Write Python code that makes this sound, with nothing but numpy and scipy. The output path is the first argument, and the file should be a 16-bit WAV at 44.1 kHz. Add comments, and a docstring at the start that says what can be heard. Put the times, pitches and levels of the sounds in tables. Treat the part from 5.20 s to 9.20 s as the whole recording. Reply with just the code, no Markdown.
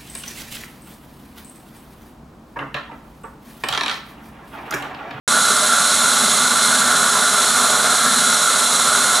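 """Dental suction hose

A hose draws air steadily, close by in a small treatment room. Swirling air makes the hose
and mouth ring with hollow tones, while the tip hisses. Hard surfaces nearby add short echoes.
The sound is nearly mono, starts abruptly and has its loudness partly evened out."""
import sys
import numpy as np
from scipy import signal
from scipy.fft import rfft, irfft
from scipy.io import wavfile
from scipy.ndimage import uniform_filter1d, map_coordinates

SR = 44100
rng = np.random.default_rng(int(sys.argv[2]) if len(sys.argv) > 2 else 0)


def store_wav(level_fs):
    """Save 16-bit WAV to argv[1]."""
    pcm = np.round(np.clip(np.atleast_2d(level_fs), -1, 1) * 32767)
    wavfile.write(sys.argv[1], SR, pcm.T.astype(np.int16))


N = 176400
TIME = np.arange(N) / SR
HZ = np.maximum(np.fft.rfftfreq(N, 1 / SR), 1)

# broad rush of air in the hose (frequency [Hz], relative level [dB])
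RUSH_SPECTRUM = [(25, -59), (65, -21.5), (125, -17.5), (190, -11), (340, -13.5), (500, -8), (900, -6.5),
                 (1250, -3.5), (1650, -7), (1900, -15.5), (2600, -18), (4500, -30)]
# how the rush changes as the tip shifts (time [s], level [dB])
RUSH_SWELL = [(0, 0), (.75, -0.7), (1.3, 0.4), (1.7, 0), (2.3, 0.3), (2.55, 1.5), (2.85, -1), (4, 0)]
# low drone of the air column (frequency [Hz], width [Hz], level [dB])
DRONE_TONES = [(160.7, 14, -48), (213.5, 25, -41), (243.6, 16, -37.5)]
# how the drone rises and falls (time [s], level [dB])
DRONE_SWELL = [(0, 4.5), (.55, -3), (.85, 1), (1.2, 3), (1.85, 2.5), (2.05, -5), (2.4, 0), (2.65, -2),
               (3.03, 3.5), (3.25, -2.5), (4, -3)]
# hollow ringing of hose and mouth (frequency [Hz], width [Hz], level [dB])
HOLLOW_TONES = [(411.7, 18, -43), (618, 26, -37), (708, 16, -41.5), (738.6, 20, -43.5), (860, 32, -40.5),
                (1026, 17, -37), (1088, 33, -36), (1161.4, 14, -32), (1251, 54, -32)]
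# the hollow ringing swells once into a slurp (time [s], level [dB])
HOLLOW_SWELL = [(0, 0.5), (.6, -0.3), (1.1, -1.5), (1.35, -1), (1.7, 1.7), (2.1, 0.5), (2.38, 1.5),
                (2.53, 4.5), (2.8, 0), (3.5, 0), (4, 0.5)]
# the hoot, the strongest group of tones (frequency [Hz], width [Hz], level [dB])
HOOT_TONES = [(1352.3, 30, -24.5), (1424, 36, -27), (1462, 25.5, -29.5), (1485, 21, -35)]
# the hoot eases off and returns (time [s], level [dB])
HOOT_SWELL = [(0, -2.5), (.27, 4), (.42, -1), (.55, 2.5), (.76, -1.5), (.95, -.3), (1.15, -9), (1.25, 2),
              (1.5, -0.5), (2.0, 2.5), (2.2, -0.7), (2.55, 1.5), (2.75, -1.5), (3.25, 2.5), (3.58, -5),
              (3.75, -0.2), (4, -0.5)]
# weaker tones just above the hoot (frequency [Hz], width [Hz], level [dB])
UPPER_TONES = [(1582, 33, -35.5), (1651, 42, -36.5), (1783, 30, -39.5), (1882, 16, -46.5)]
# how those weaker tones rise and fall (time [s], level [dB])
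UPPER_SWELL = [(0, 1), (.7, 0), (1.25, -6.5), (1.45, 3), (1.7, 4.5), (1.95, 1.5), (2.6, -1), (2.88, 3),
               (3.5, -5), (3.85, -2), (4, 1)]
# hiss at the tip (frequency [Hz], relative level [dB])
HISS_SPECTRUM = [(1500, -24), (2500, -10.5), (2950, -7.5), (3400, -0.5), (4200, -2), (4600, -5.5),
                 (5200, -6), (6900, -3), (8400, -1), (10400, -1.5), (11300, -7.5), (11700, -13),
                 (13000, -21), (14200, -38)]
# broad, high ringing of the tip (frequency [Hz], width [Hz], level [dB])
TIP_TONES = [(2075, 160, -34.5), (3384, 66, -41.5), (3598, 330, -31), (4036, 210, -27), (4260, 230, -35.5),
             (5440, 160, -35), (5770, 150, -38.5), (5950, 100, -38), (6760, 520, -27.5), (7180, 150, -36.5),
             (7765, 200, -31.5), (8090, 200, -35.5), (8810, 220, -31.5), (10220, 220, -33.5),
             (10430, 190, -34)]
# how the tip's sound rises and falls (time [s], level [dB])
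TIP_SWELL = [(0, 0.5), (.45, -.5), (.62, 0.2), (1.12, 1), (1.35, 0), (1.5, 1), (1.75, -.6), (2.25, 0),
             (2.37, .4), (2.7, -0.5), (2.95, .4), (3.65, 0.2), (4, 0)]
# how much louder the right side is than the left (frequency [Hz], level [dB])
RIGHT_OVER_LEFT = [(120, -1), (300, 2), (700, 2), (1400, 1.5), (1900, -0.2), (2500, 0.5), (3200, 1.2),
                   (4000, 1.7), (10500, 2.5), (11500, 3.5), (12800, 13), (14000, 11)]
# faint hiss all around (frequency [Hz], relative level [dB])
SURROUND_SPECTRUM = [(60, -19), (230, -1), (500, -6), (1350, 6.5), (1900, -17), (2600, -17), (3300, -6),
                     (4000, -1), (5000, -5), (7500, 4), (10300, 3), (12500, 1.5), (13400, 0), (14200, -14)]

RUSH_DB, HISS_DB, SURROUND_DB = -25.5, -20.5, -33
HOSE_FLUTTER_DB, HOSE_FLUTTER_HZ = 1.23, 44
TIP_FLUTTER_DB, TIP_FLUTTER_HZ = 0.64, 35


def from_db(db):
    """Turn decibels into a number to multiply the sound by."""
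    return 10 ** (np.asarray(db) / 20)


def unit_level(x):
    """Scale a signal so that its average strength (rms) is 1."""
    return x / np.sqrt(np.mean(x ** 2) + 1e-20)


def over_time(table):
    """Join a table's points into a level for every sample."""
    return np.interp(TIME, *np.transpose(table))


def over_frequency(table):
    """Join a table's points into a level for every frequency."""
    hz, db = np.transpose(table)
    return np.interp(np.log(HZ), np.log(hz), db)


def drift(rate_hz):
    """A smooth random wobble, mostly slower than rate_hz."""
    white = rfft(rng.standard_normal(N))
    return unit_level(irfft(white / (1 + (HZ / rate_hz) ** 2), N))


def air_noise(spectrum):
    """Swirling air makes noise; the table sets how strong its lows and highs are."""
    white = rfft(rng.standard_normal(N))
    return unit_level(irfft(white * from_db(over_frequency(spectrum)), N))


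def add_echoes(x, count=24, longest_s=.022, echo_db=-14.5):
    """Sound bounces off cabinets, floor and chair as a cluster of short echoes."""
    delays = (rng.uniform(.1, 1, count) * longest_s * SR).astype(int)
    signs = rng.choice([-1, 1], count)
    echoes = sum(sign * np.roll(x, delay) for sign, delay in zip(signs, delays))
    return x + from_db(echo_db) * echoes / np.sqrt(count)


def ringing(tones):
    """Swirling air makes a hollow space ring at its own pitches; wider tones sound breathier."""
    total = 0
    for hz, width_hz, db in tones:
        decay = np.exp(-np.pi * width_hz * np.sqrt(2) / SR)
        resonator = [1 - decay, 0, decay - 1, 1, -2 * decay * np.cos(2 * np.pi * hz / SR), decay * decay]
        noise = rng.standard_normal(N + SR)   # an extra second lets the ringing build up
        tone = signal.sosfilt([resonator, resonator], noise)[SR:]   # twice, for quiet between tones
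        total = total + from_db(db) * unit_level(tone)
    return total


def hose():
    """Air rushes and rings in hose and mouth, swelling as the tip shifts and fluttering with the flow."""
    rush = from_db(RUSH_DB) * add_echoes(air_noise(RUSH_SPECTRUM))
    rush *= from_db(over_time(RUSH_SWELL))
    groups = [(DRONE_TONES, DRONE_SWELL), (HOLLOW_TONES, HOLLOW_SWELL),
              (HOOT_TONES, HOOT_SWELL), (UPPER_TONES, UPPER_SWELL)]
    ring = sum(ringing(tones) * from_db(over_time(swell)) for tones, swell in groups)
    flutter_db = HOSE_FLUTTER_DB * drift(HOSE_FLUTTER_HZ)
    return (rush + ring) * from_db(flutter_db)


def tip():
    """Air hisses through the narrow opening and makes it ring."""
    hiss = from_db(HISS_DB) * air_noise(HISS_SPECTRUM)
    ring = pitch_wander(ringing(TIP_TONES))
    sound = add_echoes(hiss + ring)
    flutter_db = TIP_FLUTTER_DB * drift(TIP_FLUTTER_HZ)
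    return sound * from_db(over_time(TIP_SWELL) + flutter_db)


def pitch_wander(x, share=.005, rate_hz=2):
    """The pitch drifts by a small share as the opening changes."""
    speed = 1 + share * drift(rate_hz)
    return map_coordinates(x, [np.cumsum(speed)], order=5, mode="mirror")


def scene():
    """The suction sits slightly to the right, with a faint hiss around it."""
    sides = np.array([[-1], [1]])   # left, right
    balance = from_db(sides * over_frequency(RIGHT_OVER_LEFT) / 2)
    suction = irfft(rfft(hose() + tip()) * balance, N)
    surround = sides * from_db(SURROUND_DB) * air_noise(SURROUND_SPECTRUM)
    return suction + surround


def record(dry):
    """An automatic volume control evens the level; the sound cuts in and loses its highest treble."""
    window_s, target_db, pull = 0.067, -15.5, 0.24   # pull: share of the way to the target
    start_s, cutoff_hz = .0775, 13800
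    power = uniform_filter1d(np.mean(dry ** 2, axis=0), int(window_s * SR))
    level_db = 10 * np.log10(power + 1e-12)
    evened = dry * from_db(pull * (target_db - level_db))
    low_pass = signal.ellip(10, .1, 80, cutoff_hz, fs=SR, output="sos")
    return signal.sosfilt(low_pass, evened * (TIME >= start_s))


dry = scene()
out = record(dry)
store_wav(out)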